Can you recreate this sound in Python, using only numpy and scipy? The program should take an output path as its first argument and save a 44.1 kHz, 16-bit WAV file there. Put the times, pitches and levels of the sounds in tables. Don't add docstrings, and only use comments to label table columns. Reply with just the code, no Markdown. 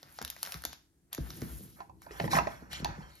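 import sys
import numpy as np
from scipy import signal
from scipy.fft import rfft, irfft
from scipy.io import wavfile
from scipy.ndimage import uniform_filter1d

SR = 44100
rng = np.random.default_rng(int(sys.argv[2]) if len(sys.argv) > 2 else 0)


def wav_out(sig):
    wavfile.write(sys.argv[1], SR, np.round(np.clip(np.atleast_2d(sig).T, -1, 1) * 32767).astype(np.int16))


N = 141120
T = np.arange(N) / SR
BOX_FROM_S = 1.76
LATE = T > BOX_FROM_S
OPPOSITE = np.array([[1], [-1]])

# centre in Hz, width in Hz.
NOISE_BANDS = [(1100, 1340), (4000, 3600), (11000, 5450)]
# pitch in Hz, relative level in dB, time to fade by 60 dB in seconds.
BOX_MODES = [(355, -5.5, 0.064), (434, -7.5, 0.048), (593.6, -7.5, 0.053), (691, -7.5, 0.069),
             (813, -0.5, 0.07), (881, -1.5, 0.081), (1026, 5, 0.055), (1298, 4, 0.025), (1576, 7.5, 0.018),
             (1780, 12, 0.018), (1925, 10.5, 0.022), (2580, 8, 0.035)]


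def amp(db):
    return 10 ** (np.asarray(db) / 20)


def band(x, hz, width):
    low_edge = np.sqrt(hz ** 2 + width ** 2 / 4) - width / 2
    high_edge = min(low_edge + width, .45 * SR)
    return signal.sosfilt(signal.butter(2, [low_edge, high_edge], "band", fs=SR, output="sos"), x)


def unit(x):
    return x / np.sqrt(np.mean(x ** 2))


def curve(rows, col):
    rows = np.array(rows)
    return amp(np.interp(T, rows[:, 0], rows[:, col]))


def log_curve(f, rows):
    hz, value = np.array(rows).T
    return np.interp(np.log(f), np.log(hz), value)


def add(out, s, x, db):
    i = int(s * SR)
    out[i:i + len(x)] += (x * amp(db) / np.abs(x).max())[:N - i]


def fade(t, t60):
    return np.exp(-np.log(1000) * t / t60)


def ring(modes, lags=0, size=16384):
    hz, db, t60 = np.array(modes).T[:, :, None]
    t = np.clip(np.arange(size) / SR - lags, 0, None)
    return (amp(db) * np.sin(2 * np.pi * hz * t) * fade(t, t60)).sum(axis=0)


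def blow(modes, pitch, db_per_oct, chance, lags=0):
    detune, scatter_db = .045, 2
    hz, db, t60 = np.array(modes).T
    shift, scatter, turn = chance
    db = db - db_per_oct * np.abs(np.log2(hz / pitch)) + scatter_db * scatter
    hz = hz * (1 + detune * shift) * np.sign(turn)
    return ring(np.array([hz, db, t60]).T, lags)


def ring_on(noise, modes):
    return signal.fftconvolve(noise, ring(modes)[None], axes=1)[:, :N]


def walk(rate):
    k = int(SR / rate)
    steps = np.repeat(rng.uniform(-1, 1, N // k + 1), k)
    return unit(uniform_filter1d(steps, k)[:N])


def ports(x, phase, balance):
    f = np.arange(N // 2 + 1) * SR / N
    turn = np.interp(f, *np.array(phase).T)
    half = amp(log_curve(f + 1, balance) / 2) * np.exp(.5j * turn)
    return irfft(rfft(x) * np.array([half, 1 / half]), N)


def crackles():
    # start in seconds, peak level in dB, low band and high band in dB against the middle one.
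    snaps = [(0.0296, -35, 4, -6), (0.1878, -25.5, 7, -23.5), (0.2157, -24, 4.5, -2.5),
             (0.2253, -24, 2.5, 3), (0.2486, -19, -1.5, 2), (0.2778, -26.5, -4, -0.5),
             (0.3013, -15, -10.5, 9.5), (0.364, -37.5, 12.5, 0.5), (0.4297, -15, 0, 7),
             (0.4505, -31, -3, -7.5), (0.462, -30, -3.5, -4.5), (0.473, -30, 5, -15.5),
             (0.5213, -21.5, -4, 1), (0.5421, -23.5, 6, -5.5), (0.621, -32.5, 4, 8.5),
             (0.638, -27.5, 1.5, -2), (0.6515, -13.5, 3, 1.5), (0.73, -28.5, -1, -1),
             (1.1294, -18.5, -5, 7.5), (1.148, -18, 1, 4), (1.179, -34, 7, -26), (1.3038, -26.5, 0.5, -5.5),
             (1.4182, -29.5, 7.5, -0.5), (2.0189, -38.5, 12, 7), (2.7308, -27.5, 5.5, -1.5),
             (2.8458, -19.5, -48, -8.5), (3.1535, -39, -1, 11)]
    crack_ms, tail_ms, tail_db = .9, 7, -17
    out, ms = np.zeros(N), np.arange(2048) / SR * 1000
    decay = np.exp(-ms / crack_ms) + amp(tail_db) * np.exp(-ms / tail_ms)
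    envelope = np.clip(ms / 0.3, 0, 1) * decay
    noises = rng.standard_normal((len(snaps), len(ms)))
    for (s, db, body_db, sheen_db), noise in zip(snaps, noises):
        gains_db = (body_db, 0, sheen_db)
        crack = sum(amp(g) * band(noise * envelope, *b) for g, b in zip(gains_db, NOISE_BANDS))
        add(out, s, crack, db)
    return out


def rustle():
    # time in seconds, level of the low, middle and high band in dB.
    rustle_levels = [(0, -66, -74.5, -65), (.18, -69, -63.5, -59), (.22, -57.5, -73, -87),
                     (.42, -68, -61, -54), (.44, -52.5, -59.5, -52), (.56, -56.5, -59.5, -51),
                     (.6, -65, -62.5, -62.5), (.74, -67, -59.5, -77), (.9, -88.5, -99, -104),
                     (1.105, -84.5, -117, -111), (1.13, -53.5, -50, -51), (1.17, -61.5, -67, -57),
                     (1.35, -61.5, -61.5, -51.5), (1.45, -57, -60, -50.5), (1.6, -65, -66, -50.5),
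                     (1.75, -81.5, -67, -59), (1.81, -63.5, -66, -64), (1.93, -100, -97.5, -88),
                     (2.01, -89, -79, -76), (2.03, -76.5, -60, -61), (2.1, -63.5, -90, -67),
                     (2.115, -68, -56, -63), (2.26, -57, -53.5, -51.5), (2.29, -74, -70, -65),
                     (2.315, -51, -37.5, -38), (2.375, -36.5, -34.5, -38.5), (2.41, -54.5, -64, -75),
                     (2.52, -59.5, -58, -57.5), (2.69, -69, -76.5, -81), (2.72, -61.5, -46, -57),
                     (2.8, -62.5, -51, -55), (2.83, -59, -66, -88), (2.9, -58, -64, -74),
                     (3.2, -77, -66.5, -67.5)]
    grains_per_s, grain_spread_db = 6000, 2.5
    patchy_db, flicker_db = 1.5, 2

    boost_db = grain_spread_db * np.minimum(rng.exponential(size=(2, N)), 4)
    size = amp(boost_db) * rng.standard_normal((2, N))
    chance = np.where(LATE, 1, grains_per_s / SR)
    card_size = np.sign(size) * np.sqrt(np.abs(size))
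    size = np.where(LATE, card_size, size * np.sqrt(.5 / chance))
    low, mid, high = (unit(band((rng.random((2, N)) < chance) * size, *b)) for b in NOISE_BANDS)

    rubbed_box = unit(ring_on(low, BOX_MODES)) + 1.86 * low
    low = np.where(LATE, rubbed_box, low)
    patches = np.zeros((2, N))
    for k in range(5):
        hz = 2300 * 1.323 ** k
        patches += band(mid, hz, hz / 3) * amp(patchy_db * walk(70) - 1.4 * k)
    mid = np.where(LATE, unit(patches), mid)
    high = high * np.array([[1], [.2]])

    out = np.zeros((2, N))
    for k, x in enumerate((low, mid, high)):
        out += x * curve(rustle_levels, k + 1) * amp(flicker_db * walk(29.55))
    return out


def box():
    # start in seconds, peak level of the ringing in dB, favoured pitch in Hz.
    knocks = [(1.804, -32.5, 778), (1.895, -43.5, 815), (2.064, -37.5, 567), (2.108, -36, 383),
              (2.199, -19.5, 654), (2.241, -25, 548), (2.277, -26.5, 735), (2.332, -17, 886),
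              (2.352, -21.5, 1930), (2.366, -18.5, 800), (2.386, -12, 860), (2.47, -23, 585),
              (2.846, -23.5, 566), (2.855, -25, 830), (3.005, -44, 875)]
    favour_db_per_oct, contact_ms = 8, 1.94
    slap_db, slap_ms = -18, 6.2
    out, ms = np.zeros(N), np.arange(2048) / SR * 1000
    paired_modes = 2 * BOX_MODES
    chances = rng.standard_normal((len(knocks), 3, len(paired_modes)))
    noises = rng.standard_normal((len(knocks), len(ms)))
    for (s, db, pitch), noise, chance in zip(knocks, noises, chances):
        rough_tone = np.sin(2 * np.pi * pitch * ms / 1000) + 1.58 * noise
        contact = rough_tone * ms * np.exp(-2 * ms / contact_ms)
        ringing = blow(paired_modes, pitch, favour_db_per_oct, chance)
        add(out, s, signal.fftconvolve(ringing, contact), db)
        slap = noise * np.clip(ms, 0, 1) * np.exp(-ms / slap_ms)
        add(out, s, band(slap, *NOISE_BANDS[1]), db + slap_db)
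    return out


def metal_stand():
    # pitch in Hz, relative level in dB, time to fade by 60 dB in seconds.
    stand_modes = [(3155, 0, .45), (4414, -6, .3), (5798, -9, .4), (7262, -13, .4)]
    out = np.zeros(N)
    add(out, 3.027, ring(stand_modes), -56)
    return out


def table():
    # start in seconds, peak level in dB, favoured pitch in Hz.
    thuds = [(0.213, -37, 312), (0.22, -44, 65), (0.544, -38.5, 84.5), (.647, -40, 300), (0.661, -48, 62),
             (1.183, -27.5, 240), (1.19, -26.5, 64), (1.42, -26, 224), (1.606, -40, 180),
             (2.205, -28.5, 170), (2.232, -27.5, 130), (2.253, -28, 290), (2.345, -27.5, 160),
             (2.368, -30.5, 174), (2.408, -31, 200), (2.467, -33.5, 254), (2.622, -39, 270),
             (2.8, -33.5, 95), (2.823, -31, 197), (2.886, -34, 100), (2.98, -37, 165), (3.019, -41.5, 70)]
    # pitch in Hz, relative level in dB, time to fade by 60 dB in seconds.
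    table_modes = [(63.7, -6, 0.26), (114.2, -2, 0.092), (149.7, 1, 0.068), (186.8, -4.5, 0.12),
                   (248.3, -1, 0.061), (325.3, -3.5, 0.091), (454, 7.5, 0.029), (640, -8, 0.085)]
    # time in seconds, level of the lowest mode in dB, level of the next five modes in dB.
    rumble_levels = [(0, -72, -68), (.7, -72.5, -65), (.9, -85.5, -79), (1.15, -75, -70), (1.3, -52, -54),
                     (1.42, -64, -48), (1.52, -44, -48.5), (1.77, -74, -61.5), (2.1, -55.5, -61.5),
                     (2.35, -54, -36.5), (2.6, -62, -62), (2.88, -47, -49.5), (3.2, -68, -69)]
    favour_db_per_oct, bend_lag_ms = 10, 16.2

    out, hz = np.zeros((2, N)), np.array(table_modes)[:, :1]
    lags = bend_lag_ms / 1000 * (np.sqrt(60 / hz) - .31)
    chances = rng.standard_normal((len(thuds), 3, len(table_modes)))
    for (s, db, pitch), chance in zip(thuds, chances):
        add(out[0], s, blow(table_modes, pitch, favour_db_per_oct, chance, lags), db)
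    for k, modes in enumerate((table_modes[:1], table_modes[1:6])):
        push = rng.standard_normal((2, N)) * amp(1.85 * walk(29.94))
        out = out + unit(ring_on(push, modes)) * curve(rumble_levels, k + 1)
    return out


def room_echo(dry):
    echo_db, echo_t60_s = -9.5, 0.34
    t = T[:SR // 2]
    tail = rng.standard_normal((2, len(t))) * fade(t, echo_t60_s) * np.clip(t / 0.0048, 0, 1)
    tail = band(tail, 1000, 12000)
    tail = tail / np.sqrt((tail ** 2).sum() / 2)
    return amp(echo_db) * signal.fftconvolve(dry.mean(axis=0)[None], tail, axes=1)[:, :N]


def room_tone():
    # pitch in Hz, relative level in dB.
    air_shape = [(18, -50), (30, -7.5), (64, -3), (210, -28.5), (280, -5.5), (526, -26.5), (1390, -43.5),
                 (16000, -29)]
    f = np.arange(N // 2 + 1) * SR / N + 1
    mid, side = rfft(rng.standard_normal((2, N))) * amp(log_curve(f, air_shape))
    air = irfft(mid + np.clip(f / 1200, 0, 1) * side * OPPOSITE, N)
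    return unit(air) * amp(-71.5)


def scene():
    # pitch in Hz, phase in radians.
    packs_phase = [(0, 0), (1100, 2.1), (1600, .5)]
    box_phase = [(0, 0), (340, .7), (690, -2), (1980, -1.7), (3190, 1.5)]
    treble_phase = [(5200, .8), (5900, -1.5), (6800, -.9), (7600, -3), (10000, -3.5), (12200, -6.2),
                    (16000, -6.3)]
    # pitch in Hz, left minus right in dB.
    packs_balance = [(300, 2), (2400, 3), (8000, 0)]
    box_balance = [(200, -1), (800, -7), (2400, 0), (4400, 1.5), (8000, 0)]
    rustle_spread, rumble_spread = 0.43, 0.2

    hiss, hiss_unlike = rustle()
    packs = crackles() + hiss * ~LATE
    box_side = box() + metal_stand() + hiss * LATE
    below, below_unlike = table()
    dry = ports(packs, packs_phase + treble_phase, packs_balance)
    dry = dry + ports(box_side, box_phase + treble_phase, box_balance)
    dry = dry + ports(below, [(0, 0.27), (500, 0.65)], [(60, 1.6), (300, -0.3)])
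    dry = dry + (rustle_spread * hiss_unlike + rumble_spread * below_unlike) * OPPOSITE
    return dry + room_echo(dry) + room_tone()


def record(dry):
    bass_cut_hz, roll_off_hz, top_hz = 45.5, 11570, 16300
    dry = signal.sosfilt(signal.butter(3, bass_cut_hz, "high", fs=SR, output="sos"), dry)
    dry = signal.sosfilt(signal.butter(3, roll_off_hz, fs=SR, output="sos"), dry)
    return signal.sosfilt(signal.ellip(10, .2, 80, top_hz, fs=SR, output="sos"), dry)


dry = scene()
out = record(dry)
wav_out(out)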